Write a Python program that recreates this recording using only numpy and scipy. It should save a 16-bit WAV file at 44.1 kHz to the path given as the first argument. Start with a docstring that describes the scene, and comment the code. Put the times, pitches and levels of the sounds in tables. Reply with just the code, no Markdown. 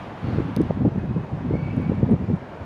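"""Gusts rumble and thump on the microphone of a hand-held camera, at an open window in snowfall.
The wind is light; single eddies hit the microphone close up, and some break on its port with a pop.
From outside come the soft wash of the town and the hiss and breathy swells of the breeze.
A thin whistle rises once, far off across the yard, and the camera's case ticks in the hand."""
import sys
import numpy as np
from scipy import signal
from scipy.fft import rfft, irfft, next_fast_len
from scipy.io import wavfile
from scipy.ndimage import uniform_filter1d

SR = 44100
rng = np.random.default_rng(int(sys.argv[2]) if len(sys.argv) > 2 else 0)


def bounce(signal):
    """Save signal as a 16-bit WAV file at the path given by the first command-line argument."""
    frames = np.transpose(np.atleast_2d(signal))
    limited = np.clip(frames, -1, 1)
    pcm = np.round(limited * 32767).astype(np.int16)
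    wavfile.write(sys.argv[1], SR, pcm)


N = 116865

# wind on the microphone (time [s], level [dB])
GUST_LEVEL = [(0, -37.5), (.2, -44), (.24, -28), (.39, -20.5), (.43, -27), (.5, -28), (.55, -36.5),
              (.575, -24), (.63, -23.5), (.68, -32), (.78, -29), (.83, -24), (.885, -19.5), (.915, -32.5),
              (.96, -26.5), (1.19, -27), (1.24, -31.5), (1.29, -56), (1.335, -23.5), (1.385, -34.5),
              (1.45, -25), (1.53, -21.5), (1.59, -27), (1.68, -29.5), (1.78, -23), (1.9, -26.5),
              (1.96, -27.5), (2.07, -26), (2.13, -19.5), (2.18, -29), (2.22, -25.5), (2.27, -35),
              (2.3, -24), (2.355, -24.5), (2.38, -40), (2.5, -54), (2.58, -57), (2.615, -33.5), (2.65, -43)]
# rumble of a moderate gust (frequency [Hz], density [dB])
RUMBLE_SPECTRUM = [(15, -40.5), (30, -24.5), (50, -10.5), (80, -2.5), (125, 2.5), (180, -1), (270, -4.5),
                   (400, -17), (600, -25), (1000, -41.5), (2000, -55.5), (5000, -88)]
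# eddies on the microphone (time [s], level [dB], half length [s], swing rate [Hz], rasp level [dB])
EDDY_HITS = [(.283, -28.5, 0.0053, 193.2, -32), (.36, -22, 0.0017, 143.6, -25),
             (0.385, -23, 0.0022, 192, -35), (.402, -19.5, 0.0027, 208.5, -28),
             (0.572, -16, 0.0027, 189.7, -23.5), (.591, -14.5, 0.0025, 221.6, -34),
             (0.607, -14, 0.0053, 281, -27), (.671, -19.5, 0.0019, 168, -41), (.696, -22, 0.0026, 172, -38),
             (0.7055, -16.5, 0.0017, 235, -27), (.81, -17, 0.0037, 164, -29),
             (.856, -14.5, 0.0031, 249.4, -21), (0.869, -16.5, 0.0026, 205, -30),
             (0.961, -21.5, 0.0028, 200, -31), (1.111, -19, 0.0027, 225, -44),
             (1.167, -20, 0.0018, 216, -27.5), (1.177, -20, 0.0087, 166.6, -36),
             (1.338, -21.5, 0.0022, 134, -58), (1.511, -25, 0.0023, 293.4, -24),
             (1.539, -21.5, 0.0044, 150, -30), (1.772, -22.5, 0.0034, 220.8, -34.5),
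             (1.8, -17.5, 0.0017, 186.4, -39), (1.865, -22.5, .004, 170.6, -43),
             (1.898, -12.5, 0.0019, 190.6, -24), (1.918, -25, 0.0038, 290.6, -24),
             (2.035, -10.5, 0.0042, 147.2, -26), (2.044, -14, 0.0023, 201.2, -29.5),
             (2.095, -23, 0.0054, 223, -26), (2.119, -14, 0.0068, 206.3, -24.5),
             (2.14, -14.5, 0.0063, 177.5, -25.5), (2.29, -19, 0.0029, 181, -33),
             (2.302, -17, 0.0024, 187, -23.5), (2.341, -13.5, 0.0037, 163, -32),
             (2.618, -29.5, 0.0072, 106.3, -58)]
# rasp at the height of an eddy (frequency [Hz], density [dB])
RASP_SPECTRUM = [(100, -20), (300, 5), (450, 3), (600, -9), (850, -15), (1200, -30.5), (2000, -36),
                 (4000, -70.5), (9000, -100)]
# eddies breaking on the microphone port (time [s], peak [dB], half width [s])
PORT_POPS = [(.3865, -14.5, 0.0006), (0.4043, -15, 0.00079), (0.709, -8.5, 0.00043), (.8515, -15, 0.0005),
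             (0.862, -11, 0.00069), (1.5391, -10.5, 0.00061), (1.5541, -14, .00058), (1.9204, -13, 0.00088),
             (2.0303, -8.5, 0.00074)]
# the town through the window (frequency [Hz], density [dB])
TOWN_SPECTRUM = [(20, -12.5), (60, -1), (150, 1), (300, -3.5), (500, -4), (950, -6.5), (1250, -13.5),
                 (1600, -15), (2100, -20.5), (2600, -24.5), (3100, -28), (4200, -34.5), (6000, -42),
                 (7500, -45), (8800, -49.5), (10000, -54.5), (12900, -59), (13800, -57), (15000, -74)]
# airy hiss of the breeze outside (frequency [Hz], density [dB])
HISS_SPECTRUM = [(200, -25), (700, 5.5), (1300, 2.5), (2200, -5.5), (3300, -9.5), (4500, -20.5),
                 (6000, -27.5), (9000, -35), (13000, -44), (15000, -51)]
# rise and fall of that hiss (time [s], level [dB])
BREEZE_LEVEL = [(0, -41.5), (.15, -47), (.26, -42), (.36, -41), (.46, -44), (.7, -45.5), (.9, -64.5),
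                (1.4, -54), (1.7, -50), (2.0, -51), (2.2, -62.5), (2.65, -52)]
# breathy bands in the breeze (time [s], half length [s], pitch [Hz], half width [Hz], level [dB])
BREEZE_SWELLS = [(.03, 0.15, 740, 302, -45), (.33, .08, 4300, 330, -60), (1.14, 0.22, 2540, 38, -61.5),
                 (1.699, 0.061, 2620, 95, -55), (1.857, 0.058, 2550, 131, -60)]
# far whistle (time [s], pitch [Hz], level [dB], octave level [dB])
WHISTLE_PATH = [(1.51, 2100, -68, -87), (1.536, 2140, -44.5, -71), (1.56, 2190, -43, -71),
                (1.59, 2195, -54, -72), (1.615, 2230, -47.5, -59.5), (1.642, 2280, -50, -71),
                (1.672, 2215, -45, -70.5), (1.705, 2327, -52, -76), (1.76, 2270, -57.5, -71),
                (1.805, 2240, -50.5, -73), (1.825, 2240, -56, -74), (1.848, 2225, -47.5, -69.5),
                (1.877, 2360, -51.5, -71.5), (1.9, 2290, -61, -75), (1.97, 2320, -56, -77.5),
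                (2.04, 2340, -65, -83)]
# ticks of the case in the hand (time [s], level [dB], decay [s], centre [Hz], width [octaves])
CASE_TICKS = [(0.5644, -27, 0.00057, 6040, 1.7), (0.615, -48, .001, 7000, 1.4),
              (0.6168, -45.5, 0.0018, 7400, .8), (1.7655, -52, 0.00061, 10000, 0.66),
              (1.817, -59, 0.0015, 10800, 0.62), (2.1126, -45, 0.00049, 9000, 0.3),
              (2.361, -67, 0.0031, 8700, .2)]
# colour of the plastic case (frequency [Hz], gain [dB])
CASE_RESPONSE = [(1000, -7), (3400, 4.5), (4200, 0.5), (5300, 6), (6200, 2), (7000, -6), (8900, 3.5),
                 (10000, -5), (11700, -5), (12800, -7.5), (13800, -14), (15000, -26)]


def wind_rumble(flutter_db=2.5, flutter_hz=35.2, bright_hz=347, moderate_db=-23):
    """Turbulence right on the microphone: it flutters, and brightens as the gust grows."""
    air = noise(shape(RUMBLE_SPECTRUM))
    # even out the noise's own swells over 22 ms, so that the gust sets the level
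    span, steadiness = int(.022 * SR), .93
    power = uniform_filter1d(uniform_filter1d(air ** 2, span), span)
    air = unit(air / (abs(power) + 1e-9) ** (steadiness / 2))
    level_db = curve(GUST_LEVEL) + flutter_db * drift(flutter_hz)
    top = colour(air, lambda f: 1 / (1 + (bright_hz / f) ** 4))
    top_gain = amp(.55 * (level_db - moderate_db))
    return amp(level_db) * (air - top + top * top_gain)


def eddy_thumps(wander=.19, wander_hz=145, size=4096):
    """Each eddy hits the microphone as a brief, uneven swing of pressure, rasping at its height."""
    out, t = np.zeros(N), (np.arange(size) - size / 2) / SR
    for time, db, half, hz, rasp_db in EDDY_HITS:
        rate = hz * (1 + wander * drift(wander_hz, size))
        turns = np.cumsum(rate) / SR + rng.random()
        swing = np.sqrt(2) * np.cos(2 * np.pi * turns) / np.cosh(t / half)
        envelope = 1 / np.cosh(t / (.99 * half))
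        rasp = unit(envelope * noise(shape(RASP_SPECTRUM), size)) * np.sqrt(np.mean(envelope ** 2))
        add(out, time - size / 2 / SR, amp(db) * swing + amp(rasp_db) * rasp)
    return out


def port_pops(size=1024):
    """An eddy breaks on the microphone port: one quick push and pull of pressure."""
    out, t = np.zeros(N), (np.arange(size) - size / 2) / SR
    for time, db, half in PORT_POPS:
        push_pull = -t / half * np.exp(.5 - .5 * (t / half) ** 2)
        add(out, time - size / 2 / SR, amp(db) * push_pull)
    return out


def town_wash(level_db=-38, patch_db=1.27):
    """The town beyond the window: a soft wash, drifting in patches of time and frequency."""
    spectrogram = signal.stft(noise(shape(TOWN_SPECTRUM)), nperseg=1024)[2]
    patches = rng.standard_normal(spectrogram.shape[::-1])
    patches = uniform_filter1d(patches, size=9, axis=0)  # along time
    patches = unit(uniform_filter1d(patches, size=6, axis=1)).T  # along frequency
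    wash = signal.istft(spectrogram * amp(patch_db * patches), nperseg=1024)[1][:N]
    return amp(level_db) * wash


def breeze_hiss():
    """Air moving outside the window, a hiss that rises and falls."""
    return amp(curve(BREEZE_LEVEL)) * noise(shape(HISS_SPECTRUM))


def breeze_swells():
    """Breathy bands of rushing air that swell and fade."""
    out, t = np.zeros(N), np.arange(N) / SR
    for time, half, hz, width, db in BREEZE_SWELLS:
        swell = np.exp(-.5 * ((t - time) / half) ** 2)
        out += amp(db) * swell * noise(lambda f: 1 / (1 + ((f - hz) / width) ** 2))
    return out


def far_whistle(wobble=.02, flicker_db=3, rough_hz=120, echo_s=.55, wet=.45):
    """A rough, wavering whistle and its octave in the distance, smeared by the yard's echo."""
    pitch = curve(WHISTLE_PATH) * (1 + wobble * drift(rough_hz))
    phase = 2 * np.pi * np.cumsum(pitch) / SR
    fundamental = amp(curve(WHISTLE_PATH, column=2)) * np.sin(phase)
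    octave = amp(curve(WHISTLE_PATH, column=3)) * np.sin(2 * phase)
    flicker = unit(amp(flicker_db * drift(rough_hz)))
    tone = np.sqrt(2) * (fundamental + octave) * flicker
    tail = rng.standard_normal(N) * amp(-60 * np.arange(N) / SR / echo_s)
    echo = signal.fftconvolve(tone, tail / np.linalg.norm(tail))[:N]
    return np.sqrt(1 - wet ** 2) * tone + wet * echo


def case_ticks(crack_db=12, size=2048):
    """The plastic case snaps faintly in the hand: a crack, then a few milliseconds of rattle."""
    out, t = np.zeros(N), np.arange(size) / SR
    for time, db, decay, hz, octaves in CASE_TICKS:
        fall = np.exp(-t / decay)
        snap = amp(crack_db) * (t == 0) + fall * rng.standard_normal(size)
        band = lambda f: np.exp(-.5 * (np.log2(f / hz) / octaves) ** 2)
        snap = colour(np.pad(snap, (size, 0)), lambda f: shape(CASE_RESPONSE)(f) * band(f))
        add(out, time - size / SR, amp(db) * snap * np.linalg.norm(fall) / np.linalg.norm(snap))
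    return out


def amp(db):
    """Decibels to gain."""
    return 10 ** (np.asarray(db) / 20)


def unit(x):
    """Scales to rms 1."""
    return x / np.sqrt(np.mean(x ** 2) + 1e-20)


def curve(rows, column=1):
    """One column of a time table, sample by sample."""
    rows = np.array(rows)
    return np.interp(np.arange(N) / SR, rows[:, 0], rows[:, column])


def shape(points):
    """A spectrum table as a function from Hz to gain."""
    hz, db = np.transpose(points)
    return lambda f: amp(np.interp(np.log(f), np.log(hz), db))


def colour(x, gain):
    """Filters by a gain that depends on frequency."""
    size = next_fast_len(len(x))
    return irfft(rfft(x, size) * gain(np.fft.rfftfreq(size, 1 / SR) + 1), size)[:len(x)]


def noise(gain, size=N):
    """Coloured noise of rms 1."""
    return unit(colour(rng.standard_normal(size), gain))


def drift(rate_hz, size=N):
    """Random wander of rms 1, up to a given rate."""
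    return noise(lambda f: 1 / (1 + (f / rate_hz) ** 4), size)


def add(mix, time, sound):
    """Mixes a sound in at a time in seconds."""
    part = mix[max(round(time * SR), 0):][:len(sound)]
    part += sound[:len(part)]


def scene():
    """One microphone at the window: wind on it, the town outside, the case right beside it."""
    close_wind = wind_rumble() + eddy_thumps() + port_pops()
    outside = town_wash() + breeze_hiss() + far_whistle() + breeze_swells()
    return (close_wind + outside + case_ticks())[None]


def record(dry, low_cut_hz=48, notch_hz=7770, notch_width_hz=460, top_hz=15300):
    """The camera's microphone sheds the deepest bass, a narrow notch of treble and the very top."""
    notch = lambda f: abs(f - notch_hz) / np.hypot(f - notch_hz, notch_width_hz / 2)
    heard = colour(dry[0], lambda f: notch(f) / np.hypot(1, (low_cut_hz / f) ** 2))
    low_pass = signal.firwin(511, top_hz, window=("kaiser", 9), fs=SR)
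    return signal.oaconvolve(heard, low_pass, "same")[None]


dry = scene()
out = record(dry)
bounce(out)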